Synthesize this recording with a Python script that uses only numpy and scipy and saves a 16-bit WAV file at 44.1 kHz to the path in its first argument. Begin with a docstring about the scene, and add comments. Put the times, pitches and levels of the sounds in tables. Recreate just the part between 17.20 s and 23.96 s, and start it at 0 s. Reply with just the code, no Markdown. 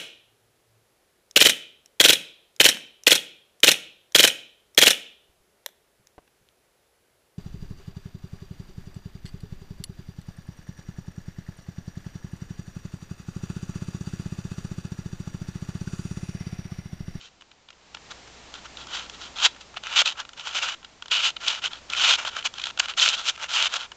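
"""Faint plastic clicks and scrapes grow into the quick turning of a twisty puzzle, close to a desk microphone.
Its layers slide over each other by stick-slip friction, and the dense tiny impacts excite the
resonances of the hollow pieces; edges catch, snap home and chatter.
Behind it, quiet room noise and a low hum rise and fall with the recorder's automatic gain."""
import sys
import numpy as np
from scipy import signal
from scipy.fft import rfft, irfft, next_fast_len
from scipy.io import wavfile
from scipy.ndimage import map_coordinates

SR = 44100
rng = np.random.default_rng(int(sys.argv[2]) if len(sys.argv) > 2 else 0)


def store_wav(level_fs):
    """Save 16-bit WAV to argv[1]."""
    pcm = np.round(np.clip(np.atleast_2d(level_fs), -1, 1) * 32767)
    wavfile.write(sys.argv[1], SR, pcm.T.astype(np.int16))


N = 298116
TIME = np.arange(N) / SR
TOP_HZ = 9150  # upper band limit


def amp(db):
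    """Amplitude ratio: a factor of ten for every 20 dB."""
    return 10 ** (np.asarray(db) / 20)


def unit(x):
    """Normalisation to an rms of 1."""
    return x / np.sqrt(np.mean(x ** 2) + 1e-20)


def wobble(knots_per_s, size):
    """Smooth random modulation: a spline through Gaussian values."""
    knots = rng.standard_normal(int(size * knots_per_s / SR) + 4)
    return map_coordinates(knots, [np.arange(size) * knots_per_s / SR])


def filtered(x, response):
    """Linear filtering: the spectrum of x times a complex frequency response."""
    size = next_fast_len(len(x) + 2048)
    return irfft(rfft(x, size) * response(np.fft.rfftfreq(size, 1 / SR)), size)[:len(x)]


def equalised(x, points):
    """Zero-phase filtering by (frequency_hz, gain_db) points on a log axis, cut off at TOP_HZ."""
    hz, db = np.transpose(points)
    return filtered(x, lambda f: amp(np.interp(np.log(f + 1), np.log(hz), db)) * (f < TOP_HZ))


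def minimum_phase(magnitude):
    """Folding the cepstrum gives the quickest-decaying causal response of this magnitude."""
    cepstrum = irfft(np.log(magnitude + 1e-6))
    half = len(cepstrum) // 2
    cepstrum[1:half] *= 2
    cepstrum[half + 1:] = 0
    return np.exp(rfft(cepstrum))


def add(out, start_s, x):
    """Superposition: x joins out from start_s on."""
    start = max(round(start_s * SR), 0)
    out[start:start + len(x)] += x[:len(out) - start]


def background():
    """Gain control: steady room noise and hum rise and fall with the recorder's automatic gain."""
    # the recorder's automatic gain on the background, as a set curve: time_s, relative_gain_db
    automatic_gain = [(0.0, -70), (0.49, -71.5), (0.66, -66.5), (0.92, -59), (1.07, -59.5), (2.09, -57.5),
                      (2.31, -61.5), (3.11, -65), (3.44, -63.5), (3.78, -66), (4.25, -63.5), (4.8, -60.5),
                      (6.53, -65.5), (6.76, -64)]
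    # spectral density of the room noise: frequency_hz, density_db
    air_spectrum = [(20, 1.5), (100, 1), (250, 0.5), (450, 0), (900, 0), (1500, -4), (2200, -3.5),
                    (4000, -5), (7500, -9.5)]
    hum_hz, hum_mean_db, hum_swing = 62.0, -65.5, 1.4  # the hum swings wider than the air
    gain_db = np.interp(TIME, *np.transpose(automatic_gain))
    hum_db = hum_mean_db + hum_swing * (gain_db - gain_db.mean())
    air = unit(equalised(rng.standard_normal(N), air_spectrum))
    phase = 2 * np.pi * hum_hz * TIME + 0.55 * wobble(6, N)
    hum = unit(np.sin(phase) * amp(1.5 * wobble(4.5, N)))
    return amp(gain_db + 11.5) * air + amp(hum_db) * hum


def walls(x, t60_s, wet_db):
    """Reverberation: reflections from the desk and near walls add an exponentially decaying tail."""
    t = np.arange(SR // 3) / SR
    tail = rng.standard_normal(len(t)) * amp(-60 * t / t60_s) * (t > .002)
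    return x + amp(wet_db) * signal.fftconvolve(x, tail / np.linalg.norm(tail))[:N]


def shell(force, ring_hz, scatter_db):
    """Modal resonance: a force rings the hollow pieces, which are too small to radiate much bass."""
    # resonances of the hollow plastic: centre_hz, bandwidth_hz, gain_db
    modes = [(643, 240, -13), (936, 256, -8.5), (1387, 226, 0.5), (1580, 180, -14), (2540, 250, -2.5),
             (3044, 280, 3.5), (3640, 730, -4), (4060, 380, -19), (4900, 1300, -16.5), (6180, 1300, -12.5),
             (7000, 1700, -21)]
    nominal_ring_hz, radiation_corner_hz = 3100, 512
    hz, widths, db = np.transpose(modes)
    in_contact = (hz > 2100) & (hz < 4600)  # these modes follow the pitch of the touching piece
    hz = np.where(in_contact, hz * ring_hz / nominal_ring_hz, hz)
    gains = amp(db + scatter_db * rng.standard_normal(len(hz)))

    def response(f):
        power = sum((gain * f * width) ** 2 / ((centre ** 2 - f ** 2) ** 2 + (f * width) ** 2)
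                    for centre, width, gain in zip(hz, widths, gains))
        radiation = 1 / np.sqrt(1 + (radiation_corner_hz / (f + 1)) ** 6)
        return minimum_phase(np.sqrt(power) * radiation) * (f < TOP_HZ)

    return filtered(force, response)


def voiced(x, body_db, edge_db):
    """Spectral balance: the hollow low band and bright high band are set relative to the main ring."""
    lowpass = lambda f, corner_hz: 1 / (1 + (f / corner_hz) ** 12)
    body = filtered(x, lambda f: lowpass(f, corner_hz=2000))
    edges = filtered(x, lambda f: 1 - lowpass(f, corner_hz=4600))
    ring = x - body - edges
    return unit(ring) + amp(body_db) * unit(body) + amp(edge_db) * unit(edges)


def slips(size, per_s, spread_db, rub):
    """Stick-slip force: a Poisson train of tiny impulses over the white noise of smooth rubbing."""
    hits = rng.random(size) < per_s / SR
    strength = amp(spread_db * np.clip(rng.standard_normal(size), -2, 2))
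    direction = rng.choice([-1, 1], size)
    return unit(hits * strength * direction) + rub * rng.standard_normal(size)


def clicks():
    """Impact excitation: an edge grazes and snaps home, then loose pieces chatter for milliseconds."""
    # edges catching and seating: time_s, nominal_peak_db, ring_hz, body_db, edge_db
    impacts = [(0.013, -31.5, 3080, -16, -13), (0.211, -34, 2990.0, -7, -7), (0.222, -34, 3060, -4, -12),
               (0.316, -35.5, 3050, -8, -14), (0.488, -32, 3100.0, -8, -17), (0.505, -31, 2810.0, -4.5, -7),
               (0.53, -40, 3080.0, -11, -27), (0.748, -20.5, 2850, -4.5, -8), (0.771, -29, 3030, 0, -18),
               (0.913, -23.5, 3400, 0, -6), (0.919, -25, 3350.0, 4, -12), (1.077, -33.5, 3140.0, 6, 4),
               (1.341, -22.5, 3220, -7.5, -6), (1.572, -22.5, 3560, -13, -15), (1.671, -26, 3260.0, 2, -1),
               (1.898, -23, 3370, -6, -4.5), (2.25, -7, 3370.0, -14, -10), (2.262, -4.5, 3020, -7, -12.5),
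               (2.33, -38, 3250.0, 4, -10), (2.348, -34, 3210.0, -8, -13), (2.364, -32.5, 2790.0, 6, -7),
               (2.543, -31, 3050, 7, -4), (2.571, -17, 2900, 1, -16), (2.576, -22.5, 2790.0, -15, -16),
               (2.637, -21.5, 3280, -4.5, -8), (2.67, -17, 2700, -1, -7), (2.765, -10, 3020.0, -6, -19),
               (2.776, -5, 3040, -18, -15), (2.791, -5.5, 2800, -12, -8.5), (2.818, -4.5, 2860, -4, -5),
               (2.862, -15, 3230, -6, -10), (2.877, -7.5, 3270, -24, -12), (3.052, -28, 3050, -2, -11),
               (3.092, -27, 3000, -1, -3), (3.134, -30, 3030, -6, -7), (3.177, -30, 3500.0, -12, -8),
               (3.197, -21.5, 3020.0, -8, -8), (3.272, -16.5, 3070.0, 1, -15), (3.63, -34, 3070, -1, -12),
               (3.648, -24.5, 3340, -7, -13), (3.824, -20, 3300, -4, -12), (3.859, -27, 3050.0, -3, -7),
               (3.883, -26.5, 3160.0, -6, -7), (3.916, -8.5, 3360.0, -15, -13.5),
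               (3.992, -14, 3170, -8, -19), (4.167, -16, 3080, -9.5, -20), (4.282, -3, 3420, -17.5, -7),
               (4.442, -12.5, 2900, -9, -15), (4.533, -20, 3320.0, -9, -22),
               (4.701, -16.5, 3250, -11, -8.5), (4.735, -9.5, 2660, -13, -13), (4.75, -17, 2770.0, -6, -14),
               (5.051, -14, 3020, 0, -11), (5.167, -12, 2980, 3, -9), (5.227, -22, 3100, -14, -18),
               (5.34, -23.5, 3260, -8, -7), (5.384, -19.5, 3200, -3.5, -8),
               (5.398, -18.0, 3100.0, -10, -13), (5.418, -20, 3250, -19.5, -9.5),
               (5.44, -11, 3230, -20, -13), (5.457, -16.5, 3530, -10.5, -9), (5.47, -15.5, 3190.0, -4, -8),
               (5.576, -18, 3180.0, -3.5, -12), (5.597, -5.5, 2750, -11, 3), (5.601, -2.5, 2750, -6.5, -14),
               (5.658, -17.5, 2910.0, -3.5, -12), (5.685, -17, 3010.0, -5, -11),
               (5.738, -24, 3000, -11, -20), (5.785, -11, 2980.0, -11.5, -14),
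               (5.798, -4.5, 3280, -18, -16), (5.828, -8.5, 3080, -17, -3.5),
               (5.861, -4.5, 2910.0, -4.5, -16), (5.879, -5.5, 2970, -10, -17.5),
               (5.889, -4.5, 3350.0, -14, -2), (6.178, -25.5, 2890.0, 2, -8),
               (6.426, -4.5, 3270, -14, -7.5), (6.469, -11, 3300, -9, -14), (6.54, -10.5, 2860, 1.5, -1),
               (6.559, -18.5, 3200.0, -5, -6), (6.719, -23, 2950, -2, -9)]
    chatter_t60_s, graze_share = 0.021, 0.45  # the graze builds in this share of the decay time
    crest_factor_db = 20.5  # nominal peak over rms
    lead = SR // 100
    t = np.arange(-lead, 3 * lead) / SR
    envelope = amp(-60 * np.maximum(t, -t / graze_share) / chatter_t60_s)
    out = np.zeros(N)
    for time_s, nominal_peak_db, ring_hz, body_db, edge_db in impacts:
        force = slips(len(t), per_s=2500, spread_db=0, rub=0.8) * envelope
        force[lead] += 9  # the snap
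        click = voiced(shell(force, ring_hz, scatter_db=0.5), body_db, edge_db)
        add(out, time_s + t[0], amp(nominal_peak_db - crest_factor_db) * unit(click))
    return out


def scrapes():
    """Sliding friction: a layer slips over ridges and burrs, louder as the finger presses harder."""
    # slides of a layer: start_s, crest_s, stop_s, crest_db, swell_db, ring_hz, body_db, edge_db
    strokes = [(0.0, 0.057, 0.089, -49.0, 5, 3080.0, -8.5, -6.5),
               (0.909, 0.916, 0.923, -40.5, 3, 3380.0, -1, -6),
               (1.343, 1.355, 1.393, -44.5, 8, 3220.0, -2, -9),
               (1.45, 1.457, 1.464, -39.5, 6.5, 2980, -0.5, -7.5),
               (1.58, 1.605, 1.646, -43, 6, 3250.0, -4, -8),
               (1.683, 1.756, 1.866, -29.5, 20, 3250, -5.5, -9),
               (1.926, 1.948, 1.966, -44.5, 9, 3430, -6, -7.5),
               (1.999, 2.017, 2.085, -40.0, 7.5, 3220.0, -6.5, -7),
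               (2.161, 2.232, 2.237, -23.0, 17.5, 3340.0, -7, -9.5),
               (2.235, 2.258, 2.27, -13.5, 8, 3320.0, -9, -6.5),
               (2.403, 2.411, 2.432, -43, 12, 3150, -7, -6), (2.569, 2.571, 2.578, -29, 5, 2850, -8.5, -16),
               (2.636, 2.76, 2.76, -30, 12.5, 3000, -5.5, -11),
               (2.763, 2.806, 2.82, -14, 7, 3080.0, -11, -10),
               (2.849, 2.859, 2.928, -21, 17, 3080, -10, -10.5),
               (2.954, 3.002, 3.034, -29.5, 28.5, 3090.0, 0, -9),
               (3.168, 3.206, 3.234, -38.5, 12, 2970, -5, -8),
               (3.239, 3.279, 3.319, -32.5, 10.5, 3060.0, -5, -7.5),
               (3.325, 3.372, 3.413, -25.0, 13.5, 2990, -6.5, -7.5),
               (3.416, 3.432, 3.479, -23.5, 12, 2990, -5.5, -9.5),
               (3.475, 3.487, 3.546, -29.5, 9, 3120, -5.5, -9.5),
               (3.912, 3.92, 4.022, -21, 6.5, 3080, -11, -12),
               (4.018, 4.051, 4.105, -16.5, 15.5, 3090, -12.5, -10),
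               (4.208, 4.301, 4.395, -24, 18, 3070, -6.5, -9),
               (4.422, 4.454, 4.48, -23, 13, 3100, -9.5, -12),
               (4.508, 4.516, 4.588, -43.5, 4.5, 3250.0, -3.5, -9.5),
               (4.701, 4.744, 4.76, -34.5, 4.5, 2960, -3, -9),
               (4.766, 4.895, 4.958, -15.5, 9.5, 3110, -10, -10),
               (4.976, 4.992, 5.044, -31.5, 10, 2970, -1.5, -7),
               (5.053, 5.08, 5.096, -28.5, 7.5, 3170.0, -4, -10),
               (5.111, 5.189, 5.219, -33.5, 13.5, 3050, -4, -10.5),
               (5.249, 5.261, 5.272, -21, 8, 3120, -7.5, -7),
               (5.355, 5.51, 5.506, -39.5, 3.5, 3150, -5.5, -10),
               (5.594, 5.604, 5.603, -19, 11, 2820, -7, -6),
               (5.607, 5.645, 5.663, -35, 7.5, 3060.0, -3, -8),
               (5.677, 5.701, 5.727, -28.5, 16.5, 3010, -5, -10.5),
               (5.778, 5.83, 5.902, -21, 2, 3110.0, -10.5, -6.5),
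               (5.9, 5.943, 5.958, -26.0, 3, 3070, -9.5, -10),
               (5.968, 5.983, 6.034, -31.5, 8.5, 3300, -4.5, -8),
               (6.036, 6.096, 6.112, -19, 22, 3080, -9, -5.5),
               (6.121, 6.163, 6.162, -41.5, 13, 2920, -5, -8),
               (6.189, 6.235, 6.27, -31.0, 17, 2940.0, -1.5, -7),
               (6.288, 6.356, 6.375, -22.0, 16, 3100.0, -7, -7),
               (6.362, 6.38, 6.477, -22.5, 2.5, 3060, -8.5, -11),
               (6.494, 6.567, 6.585, -26.5, 16.5, 3200, -4.5, -8),
               (6.582, 6.602, 6.663, -33.5, 11.5, 3100, -3.5, -9.5)]
    grip_s, release_s, fade_db = 0.012, 0.01, 25
    burr_db = -8  # relative to the fine slips
    piece_detune, handovers_per_s = 0.029, 23.2  # contact wanders between a lower and a higher piece
    body_per_db = -0.19  # lighter pressure sounds hollower
    out = np.zeros(N)
    for start_s, crest_s, stop_s, crest_db, swell_db, ring_hz, body_db, edge_db in strokes:
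        t = np.arange(max(start_s - grip_s, 0), stop_s + release_s, 1 / SR)
        # the finger grips, presses up to 0 dB at the crest, eases off and lets go
        corners_s = np.maximum.accumulate([start_s - grip_s, start_s, crest_s, stop_s, stop_s + release_s])
        loose_db = -swell_db - fade_db
        press_db = np.interp(t, corners_s, [loose_db, -swell_db, 0, -swell_db, loose_db])
        fine = unit(slips(len(t), per_s=1100, spread_db=0.5, rub=0.8))
        fine *= amp(1.22 * wobble(131, len(t)))
        force = fine + amp(burr_db) * slips(len(t), per_s=110, spread_db=1.5, rub=0)
        high_share = (1 + np.tanh(2 * wobble(handovers_per_s, len(t)))) / 2
        low = shell(force, ring_hz * (1 - piece_detune), scatter_db=0.7)
        high = shell(force, ring_hz * (1 + piece_detune), scatter_db=0.7)
        hollow_db = body_db + body_per_db * (press_db + swell_db / 3)
        scrape = voiced(low + high_share * (high - low), hollow_db, edge_db)
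        add(out, t[0], amp(crest_db + press_db + 0.23) * scrape)
    return out


def scene():
    """Superposition of the puzzle, its reflections and the room noise, in one channel."""
    puzzle = walls(scrapes() + clicks(), t60_s=0.17, wet_db=-20.5)
    return (puzzle + background())[None]


def record(dry):
    """Saturation and band limiting: the small microphone rounds peaks and loses the top treble."""
    # treble response of the microphone: frequency_hz, gain_db
    treble_rolloff = [(7450, -0.5), (7750, -8), (8050, -15.5), (8500, -14), (8800, -23.5), (9150, -41)]
    ceiling = 0.7
    rounded = dry[0] / (1 + np.abs(dry[0] / ceiling) ** 4) ** (1 / 4)
    return equalised(rounded, treble_rolloff)[None]


dry = scene()
out = record(dry)
store_wav(out)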